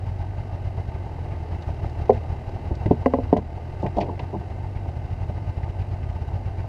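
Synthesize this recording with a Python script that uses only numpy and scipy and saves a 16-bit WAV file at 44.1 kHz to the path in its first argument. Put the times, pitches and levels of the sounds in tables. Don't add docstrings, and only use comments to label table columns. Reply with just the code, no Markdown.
import sys
import numpy as np
from scipy import signal
from scipy.fft import rfft, irfft
from scipy.io import wavfile
from scipy.ndimage import uniform_filter1d, minimum_filter1d

SR = 44100
rng = np.random.default_rng(int(sys.argv[2]) if len(sys.argv) > 2 else 0)


def generate_wav(sig):
    pcm = np.round(np.clip(np.atleast_2d(sig).T, -1, 1) * 32767).astype(np.int16)
    wavfile.write(sys.argv[1], SR, pcm)


N = 294588
T = np.arange(N) / SR


def amp(db):
    return 10 ** (np.asarray(db) / 20)


def unit_rms(x):
    return x / np.sqrt(np.mean(x ** 2) + 1e-20)


def db_at(spectrum, hz):
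    f, db = np.transpose(spectrum)
    return np.interp(np.log(hz + 1), np.log(f + 1), db)


def add(mix, s, sound):
    part = mix[max(round(s * SR), 0):][:len(sound)]
    part += sound[:len(part)]


def bell(x, width):
    return np.exp(-.5 * (x / width) ** 2)


def swell(t, length_s):
    return np.sin(np.pi * np.minimum(t / length_s, 1) ** 0.58).clip(0)


def detuned(modes, spread):
    return [(hz * (1 + spread * rng.standard_normal()), db, t60) for hz, db, t60 in modes]


def ringing(modes, centre_hz, reach_octaves, travel_s=0, ring_factor=1, rise_s=.00041, front_hz=1100):
    t = np.arange(SR // 4) / SR
    hz, mode_db, t60 = np.transpose(modes)[:, :, None]
    side = (-1) ** (np.arange(len(hz))[:, None] // 2)
    delay = travel_s * np.maximum(np.sqrt(front_hz / hz) - 1, 0)
    age = np.maximum(t - delay, 0)
    weight = side * bell(np.log2(hz / centre_hz), reach_octaves)
    envelope = amp(mode_db - 60 * age / (t60 * ring_factor)) * (1 - bell(age, rise_s))
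    return (weight * envelope * np.sin(2 * np.pi * hz * (t - 2 * delay))).sum(0)


def landing(ring, db, top_hz, order):
    ring = amp(db) * ring / np.sqrt(np.mean(ring[:SR // 25] ** 2))
    return signal.sosfilt(signal.butter(order, top_hz, fs=SR, output="sos"), ring)


# frequency in Hz, relative level in dB.
AIR_SPECTRUM = [(1000, -23), (5000, 0.5), (8000, -1), (10500, -6.5), (13000, -12), (14500, -16.5),
                (15500, -27)]

def air(level_db=-75):
    colour = amp(db_at(AIR_SPECTRUM, np.fft.rfftfreq(N, 1 / SR)))
    return amp(level_db) * unit_rms(irfft(rfft(rng.standard_normal(N)) * colour, N))


# start and end in seconds, ticks per second, level in dB.
JOSTLES = [(2.11, 2.177, 45, -58), (3.82, 3.871, 60, -53), (3.955, 4.036, 50, -60)]

def jostles(centre_hz=4130, width_octaves=0.93, t60=0.052, spread_db=2):
    return [(rng.uniform(start, end), db + spread_db * rng.standard_normal(),
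             centre_hz, width_octaves, t60)
            for start, end, per_s, db in JOSTLES for _ in range(round((end - start) * per_s))]


# start in seconds, level in dB, centre in Hz, width in octaves,
# t60 in seconds.
CLICKS = [(1.622, -45, 3580, 0.61, 0.042), (1.688, -59, 4200, .8, 0.036), (1.743, -56, 3500, .8, 0.032),
          (1.895, -51.5, 4500, 0.54, 0.044), (2.054, -56, 4630, 0.54, 0.054),
          (2.097, -60, 12500, .25, .025), (2.098, -44, 3530, 0.81, 0.037),
          (2.102, -35.5, 1770, 0.39, 0.034), (2.13, -48, 3820, .55, 0.03), (2.156, -48, 1940, .4, .09),
          (2.49, -54, 4600, 0.65, .04), (2.751, -45, 4870, 0.45, 0.035), (2.8595, -42.5, 2090, 1.3, 0.039),
          (2.911, -45.5, 2010, 1.2, 0.057), (3.059, -48.5, 4370, 1.3, 0.039), (3.059, -60, 12500, .25, .02),
          (3.137, -46.5, 2800, 0.9, 0.034), (3.327, -38, 3000, 0.8, 0.039), (3.328, -59.5, 12500, .25, .02),
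          (3.329, -33, 1390, 0.33, .04), (3.368, -37, 2600, 1.1, 0.05), (3.367, -60, 10000, .25, 0.03),
          (3.863, -37.5, 2020, 0.47, .05), (3.966, -45.5, 3500, 0.82, 0.048),
          (3.983, -40, 3200, 0.83, 0.027), (4.003, -40, 3500, 0.63, .04), (4.008, -34.5, 2300, 0.47, 0.1),
          (4.011, -41.5, 4630, 0.28, 0.054), (4.192, -36, 2700, 0.47, 0.052)]

def clicks(rise_s=0.00094, dull_hz=7000):
    t, out = np.arange(SR // 8) / SR, np.zeros(N)
    hz = np.fft.rfftfreq(len(t), 1 / SR) + 1
    for s, db, centre_hz, width_octaves, t60 in CLICKS + jostles():
        band = 1 / (1 + (np.log2(hz / centre_hz) / width_octaves) ** 2) ** 1.26
        colour = band / (1 + (hz / dull_hz) ** 4)
        crunch = unit_rms(irfft(rfft(rng.standard_normal(len(t))) * colour, len(t)))
        add(out, s, crunch * amp(db - 60 * t / t60) * (1 - bell(t, rise_s)))
    return out


# mode in Hz, relative level in dB, base t60 in seconds.
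HARDWARE_MODES = [(1610, -3, .05), (1866, -1, 0.027), (2004, 2.5, 0.046), (2170, -9, 0.053),
                  (2480, -13, .03), (2720, -14, 0.061), (2880, -12.5, 0.065), (3850, -26, .035),
                  (4355, -22.5, .04), (4700, -17, 0.057), (5730, -20.5, .04), (6400, -24.5, .03),
                  (9500, -23, 0.029)]
# start in seconds, level in dB, most driven frequency
# in Hz, factor on the ring time.
CRACKS = [(2.8595, -47, 2000, 1.1), (3.059, -38, 2000, 0.56), (3.1365, -46, 1800, 0.63),
          (3.3268, -48, 3000, 0.93), (3.366, -46.5, 3200, 1), (3.863, -55, 2200, 1.1),
          (4.0095, -53, 3000, 1.2), (4.193, -51.5, 2900, 1.4)]

def cracks():
    out = np.zeros(N)
    for s, db, centre_hz, ring_factor in CRACKS:
        modes = detuned(HARDWARE_MODES, spread=0.013)
        ring = ringing(modes, centre_hz, reach_octaves=1.3, ring_factor=ring_factor)
        add(out, s, landing(ring, db, top_hz=11000, order=2))
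    return out


# mode in Hz, relative level in dB, base t60 in seconds.
WALL_MODES = [(197.5, 0.5, 0.21), (238, -4.5, 0.079), (340.6, 3, 0.051), (373.5, -1.5, 0.057),
              (466, -4.5, 0.045), (542, -10, 0.028), (618, -4, 0.089), (689, -1, 0.088), (801, -1, 0.048),
              (861, -3.5, 0.099), (964, -11, 0.04), (1025, -3, 0.02)]
# start and length in seconds, level in dB, most driven frequency in Hz.
SCUFFS = [(2.705, 0.023, -31, 233), (2.855, 0.023, -27.5, 298), (2.868, 0.014, -34, 219),
          (3.362, .01, -22, 380), (3.375, 0.021, -27.5, 360), (3.826, 0.011, -28, 323),
          (3.84, 0.039, -28, 545), (3.961, 0.041, -25.5, 420), (3.979, 0.013, -22.5, 760),
          (3.996, 0.061, -27, 540), (4.032, 0.13, -37, 407), (4.082, 0.024, -32, 650),
          (4.188, 0.03, -36.5, 1110), (4.326, 0.048, -28.5, 427), (5.289, 0.016, -37.5, 260)]

def scuffs(slips_per_s=4000):
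    t, out = np.arange(SR // 6) / SR, np.zeros(N)
    for s, length_s, db, centre_hz in SCUFFS:
        slips = rng.standard_normal(len(t)) * (rng.random(len(t)) < slips_per_s / SR)
        ring = ringing(WALL_MODES, centre_hz, reach_octaves=1.07, travel_s=0.0016, ring_factor=0.78)
        rubbing = signal.fftconvolve(slips * swell(t, length_s), ring)
        add(out, s, landing(rubbing, db, top_hz=1010, order=8))
    return out


# mode in Hz, relative level in dB, t60 in seconds.
BOX_MODES = [(67, 3, 0.13), (102.2, -1, 0.13), (134.7, -6, 0.25), (166, -4, 0.11), (202, -3.5, 0.12)]
# start in seconds, level in dB, most driven frequency in Hz.
THUDS = [(2.712, -14.5, 71.6), (2.857, -8, 93), (2.858, -16, 168), (2.906, -10.5, 117), (3.327, -16, 106),
         (3.372, -26, 72), (3.842, -12, 107), (3.967, -22, 72), (3.986, -24, 200), (4.014, -19.5, 115),
         (4.084, -21, 190), (4.331, -28, 130)]

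def thuds(rise_s=0.0025, reach_octaves=0.32):
    t, out = np.arange(SR // 4) / SR, np.zeros(N)
    hz, mode_db, t60 = np.transpose(BOX_MODES)[:, :, None]
    rings = amp(mode_db - 60 * t / t60) * np.sin(2 * np.pi * hz * t)
    for s, db, centre_hz in THUDS:
        boom = (bell(np.log2(hz / centre_hz), reach_octaves) * rings).sum(0)
        add(out, s, amp(db) * boom * (1 - bell(t, rise_s)))
    return out


# mode in Hz, relative level in dB, base t60 in seconds.
CASE_MODES = [(234, -6, .14), (390, -1.6, .08), (430, 1, .08), (461, -10, .099), (515, -.8, .09),
              (645, -10.5, .11), (693, -11.5, .097), (749, 1, .047), (851, -2, .024), (933, -11.9, .038),
              (1005, -13, .055)]
PLANK_MODES = [(255, -7.3, .26), (267, -7.8, .145), (437, -4.1, .069), (485, -12.6, .185), (553, -3.2, .1),
               (623, -10.8, .05), (702, -6.2, .093), (820, 3.3, .02), (862, -16.9, .127),
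               (1006, -2.2, .031), (1094, -17.2, .034)]
FLOOR_MODES = [(178, -1.8, 0.114), (234, -11.1, 0.273), (279, 7.2, 0.052), (378, -6.7, 0.126),
               (435, 0.8, 0.084), (461, -8.0, 0.049), (554, -2.8, 0.057), (619, -9.8, 0.106),
               (712, 3.2, 0.049), (811, -16.3, 0.068), (901, -2.6, 0.05), (999, -10.1, 0.065)]
# start in seconds, what rings, level in dB, most driven frequency in Hz, reach
# in octaves, bending-wave travel in seconds, factor on the ring time, cutoff of the padding in Hz.
KNOCKS = [(2.0930, "case", -12.1, 674, 1.37, .0031, 1.2, 1010),
          (2.9062, "boards", -15.2, 416, 1.19, .0041, .9, 1120),
          (3.0587, "plank", -16.2, 469, 2.0, .0023, .8, 1170),
          (3.1356, "plank", -18.2, 440, 2.09, .0022, .92, 1220),
          (3.1848, "plank", -24.4, 195, 1.4, .0006, 1.05, 1190),
          (3.3261, "boards", -10.3, 399, 2.18, .0009, 1.1, 1150)]

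def knocks():
    out = np.zeros(N)
    for s, what, db, centre_hz, reach_octaves, travel_s, ring_factor, top_hz in KNOCKS:
        modes = {"case": CASE_MODES, "plank": PLANK_MODES, "boards": FLOOR_MODES}[what]
        ring = ringing(modes, centre_hz, reach_octaves, travel_s, ring_factor)
        add(out, s, landing(ring, db, top_hz, order=10))
    return out


# start and length in seconds, level in dB,
# starting pitch in Hz.
RASPS = [(0.942, 0.025, -55, 2090), (1.309, 0.066, -53, 2275), (2.295, 0.04, -59, 2170),
         (4.495, 0.033, -54, 2170), (4.751, 0.041, -54, 2210), (5.628, 0.017, -49, 2020),
         (5.789, 0.072, -55, 2760), (6.025, 0.022, -54, 2520), (6.586, 0.035, -50.5, 2150)]

def rasps(fall_octaves_per_s=6.55, width_hz=810):
    t, out = np.arange(SR // 10) / SR, np.zeros(N)
    pole = np.exp(-np.pi * width_hz / SR)
    for s, length_s, db, start_hz in RASPS:
        noise = rng.standard_normal(len(t)) + 1j * rng.standard_normal(len(t))
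        grit = signal.lfilter([1], np.poly([pole, pole]), noise)
        glide = np.exp(2j * np.pi * np.cumsum(start_hz * 2 ** (-fall_octaves_per_s * t)) / SR)
        add(out, s, amp(db) * unit_rms((grit * glide).real) * swell(t, length_s))
    return out


# mode in Hz, relative level in dB, t60 in seconds.
PANEL_MODES = [(325, 3.5, 0.077), (385, -9, 0.033), (455, 0, 0.04), (572, -2.5, 0.063), (672, 1.5, 0.063),
               (735, 0, 0.065), (827, -7, 0.045), (896, 1, 0.054), (1220, -11, .05)]
# start in seconds, level in dB, most driven frequency in Hz.
SLAPS = [(.391, -59, 750), (.541, -44, 680), (.783, -40.5, 720), (1.184, -44.5, 775), (1.558, -51, 700),
         (1.689, -39, 600), (1.845, -38, 550), (4.632, -50, 800), (4.858, -42.5, 600), (5.378, -47, 800),
         (5.678, -44.5, 700), (6.318, -44, 700), (6.642, -46, 750)]

def slaps():
    out = np.zeros(N)
    for s, db, centre_hz in SLAPS:
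        ring = ringing(detuned(PANEL_MODES, spread=0.023), centre_hz, reach_octaves=1, travel_s=0.0018)
        add(out, s, landing(ring, db, top_hz=1300, order=4))
    return out


# resonance in Hz, width in Hz, lift in dB.
HOOD_RESONANCES = [(218, 16, 5), (696, 107, 6), (700, 64, -2), (888, 17, 5.5), (1219, 36, 7),
                   (1534, 80, 8.5), (1835, 44, 4), (1940, 45, 3.5), (2068, 87, 9), (2330, 150, 0),
                   (2707, 70, 5), (3260, 220, 1), (3440, 56, -2.5), (3860, 88, 5), (4711, 120, 2.5),
                   (4960, 78, 2)]

def through_hood(noise, spectrum):
    hz = np.fft.rfftfreq(N, 1 / SR)
    lift_db = sum(db / (1 + (2 * (hz - f) / width) ** 2) for f, width, db in HOOD_RESONANCES)
    return irfft(rfft(noise) * unit_rms(amp(db_at(spectrum, hz) + lift_db)), N)


def shaking(fire_s, levels_db, delay_s, length_s, tail_db, tail_s):
    t, out = np.arange(-SR // 16, SR // 5) / SR, np.zeros(N)
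    age = np.maximum(t - delay_s, 0)
    shudder = amp(tail_db) ** 2 * np.exp(-age / tail_s) * (1 - bell(age, length_s))
    for s, db in zip(fire_s, levels_db):
        add(out, s + t[0], amp(db) ** 2 * (bell(t - delay_s, length_s) + shudder))
    return out


# frequency in Hz, relative level in dB.
FAN_SPECTRUM = [(600, -3), (1100, 0), (1400, -2), (1900, -2), (2400, -4.5), (2900, -3.5), (3400, -14),
                (3900, -11.5), (4900, -13.5), (6500, -21), (8000, -28.5), (10500, -29.5), (13000, -34.5),
                (15500, -45.5)]

def fan(turns, fire_s, pop_db, steady_db=-55, surge_db=-33, beat_db=-1.5):
    surge = shaking(fire_s, pop_db, delay_s=-0.00056, length_s=0.0045, tail_db=-17.5, tail_s=0.015)
    level = np.sqrt(amp(steady_db) ** 2 + amp(surge_db) ** 2 * surge)
    beat = amp(beat_db * np.cos(2 * np.pi * turns))
    return through_hood(rng.standard_normal(N) * level * beat, FAN_SPECTRUM)


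# frequency in Hz, relative level in dB.
CHATTER_SPECTRUM = [(200, -27), (350, 2.5), (500, -6.5), (660, -3.5), (800, 3), (900, 0.5), (980, -10),
                    (1200, -15), (1500, -44), (6000, -83)]
RUMBLE_SPECTRUM = [(15, -20), (28, 8), (60, 6), (130, 8.5), (200, -7), (350, -3), (490, -9), (620, -7.5),
                   (900, -13), (1050, -21), (1500, -46), (6000, -86)]

def clatter(turns, fire_s, shake_db, steady_db=-49, jolt_db=-0.5, beat_db=1.13, taps_per_s=1100):
    taps = (rng.random(N) < taps_per_s / SR) * rng.standard_normal(N)
    taps += amp(-22.5) * rng.standard_normal(N)
    shake = shaking(fire_s, shake_db, delay_s=0.0077, length_s=0.0067, tail_db=-18, tail_s=0.0096)
    level = np.sqrt(amp(steady_db) ** 2 + amp(jolt_db) ** 2 * shake)
    chatter = through_hood(unit_rms(taps) * level, CHATTER_SPECTRUM)
    rumble = amp(-38) * through_hood(rng.standard_normal(N), RUMBLE_SPECTRUM)
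    beat = amp(beat_db * np.cos(2 * np.pi * (turns - .45)))
    return beat * (chatter + rumble)


# time in seconds, piston strokes per second.
ENGINE_SPEED = [(0.0, 48.34), (0.65, 47.93), (1.0, 45.8), (1.2, 41.37), (1.75, 37.88), (2.45, 39.62),
                (2.8, 38.76), (3.4, 40.98), (3.55, 37.53), (3.7, 42.83), (4.8, 48.72), (5.8, 49.9),
                (6.68, 49.25)]

def strokes(start_turn=.46):
    return start_turn + np.cumsum(np.interp(T, *np.transpose(ENGINE_SPEED))) / SR


def sag(s, idle_speed=48):
    return idle_speed - np.interp(s, *np.transpose(ENGINE_SPEED))


# frequency in Hz, relative dB of an engine order there.
MUFFLER_RESPONSE = [(38, -38), (48, -37), (76, -26), (96, -27.5), (122, -36), (146, -45), (190, -71),
                    (260, -45.5)]
# time in seconds, gain in dB.
DRONE_GAIN = [(0, 0), (.9, -1), (1.15, -2.5), (1.45, -3), (1.62, -5), (2.25, -2.5), (2.42, -8.5),
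              (2.53, -17), (2.62, -17), (2.8, -8), (3.05, -4.5), (3.42, -0.5), (3.56, -9), (3.75, -3),
              (4.15, 0), (4.42, -4), (4.7, -0.5), (6.68, -1.5)]

def drone(turns, fire_s, lag_s=0.0049, waver_db=1.2, waver_db_per_sag=0.1654):
    speed = uniform_filter1d(np.gradient(turns) * SR, size=4000)
    each, out = np.arange(-10, 400), np.zeros(N)
    filling_db = np.interp(turns, each, np.minimum(2.5 * rng.standard_normal(len(each)), 2.5))
    spread_db = waver_db + waver_db_per_sag * sag(T)
    for order in range(1, 6):
        uneven_db = spread_db * np.interp(turns, each, rng.standard_normal(len(each)))
        level = amp(db_at(MUFFLER_RESPONSE, order * speed) + filling_db + uneven_db)
        out += level * np.cos(2 * np.pi * order * (turns - lag_s * speed))
    firing = np.zeros(N)
    firing[np.round(fire_s * SR).astype(int)] = 1
    gaps = signal.oaconvolve(firing, bell(np.arange(-1500, 1501) / SR, .008), "same")
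    out *= np.maximum(1 - gaps, 0)
    return out * amp(np.interp(T, *np.transpose(DRONE_GAIN)))


# start in seconds, number of chugs, strokes from chug to chug,
# strokes that fire in each chug, level of the pop in dB.
LOPE = [(0.07, 2, 6, 2, -18.5), (0.38, 1, 6, 2, -18.5), (0.53, 3, 6, 2, -17.5), (0.89, 2, 3, 1, -18.5),
        (1.06, 1, 3, 1, -21.5), (1.25, 2, 3, 1, -20), (1.52, 6, 6, 2, -17), (2.48, 2, 3, 1, -19.5),
        (2.66, 2, 6, 2, -20.5), (3.02, 2, 9, 1, -18), (3.39, 2, 7, 1, -19.5), (3.81, 2, 7, 1, -20),
        (4.23, 2, 8, 1, -18), (4.51, 2, 6, 1, -20), (4.77, 2, 6, 1, -17), (4.97, 2, 4, 1, -19),
        (5.11, 2, 5, 2, -18), (5.29, 1, 3, 1, -16.5), (5.36, 2, 6, 2, -18), (5.58, 3, 3, 1, -18),
        (5.80, 2, 6, 2, -16.5), (6.04, 5, 3, 1, -17.5), (6.34, 3, 6, 2, -17)]

def firings(turns, shake_db=-42.5, second_firing_db=-4, shake_db_per_sag=0.0657, spread_db=0.8):
    rows = []
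    for start, chugs, apart, in_a_row, pop_db in LOPE:
        first = round(np.interp(start, T, turns))
        for chug in range(first, first + chugs * apart, apart):
            for k in range(in_a_row):
                s = np.interp(chug + k, turns, T)
                pop_scatter, shake_scatter = spread_db * rng.standard_normal(2)
                jolt_db = shake_db + k * second_firing_db + shake_db_per_sag * sag(s)
                rows.append((s, pop_db + pop_scatter, jolt_db + shake_scatter))
    return np.transpose(rows)


def pops(fire_s, pop_db, pipe_hz=89, swing_s=0.012, lag_s=0.00033, puff_s=0.0016, suck_s=0.0065):
    t, out = np.arange(-SR // 30, SR // 30) / SR, np.zeros(N)
    swing = bell(t - lag_s, swing_s) * np.cos(2 * np.pi * pipe_hz * t)
    puff = bell(t, puff_s) - bell(t, suck_s) * puff_s / suck_s
    pop = swing + amp(6) * puff
    pop /= np.max(pop)
    for s, db in zip(fire_s, pop_db):
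        add(out, s + t[0], amp(db) * pop)
    return out


def scene():
    turns = strokes()
    fire_s, pop_db, shake_db = firings(turns)
    exhaust = drone(turns, fire_s) + pops(fire_s, pop_db)
    machinery = clatter(turns, fire_s, shake_db) + fan(turns, fire_s, pop_db)
    machinery *= amp(1 + 0.152 * sag(T))
    snowmobile = exhaust + machinery + slaps() + rasps()
    return (snowmobile + air() + knocks() + cracks() + scuffs() + thuds() + clicks())[None]


def record(dry, recover_db_per_s=9, top_hz=15500):
    over_db = 20 * np.log10(np.maximum(abs(dry[0]), 1))
    recovery_db = recover_db_per_s * T
    held_db = np.maximum.accumulate(over_db + recovery_db) - recovery_db
    gain = uniform_filter1d(minimum_filter1d(amp(-held_db), size=400), size=400)
    low_pass = signal.firwin(511, top_hz, window=("kaiser", 9), fs=SR)
    return signal.oaconvolve(dry * gain, low_pass[None], "same")


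dry = scene()
out = record(dry)
generate_wav(out)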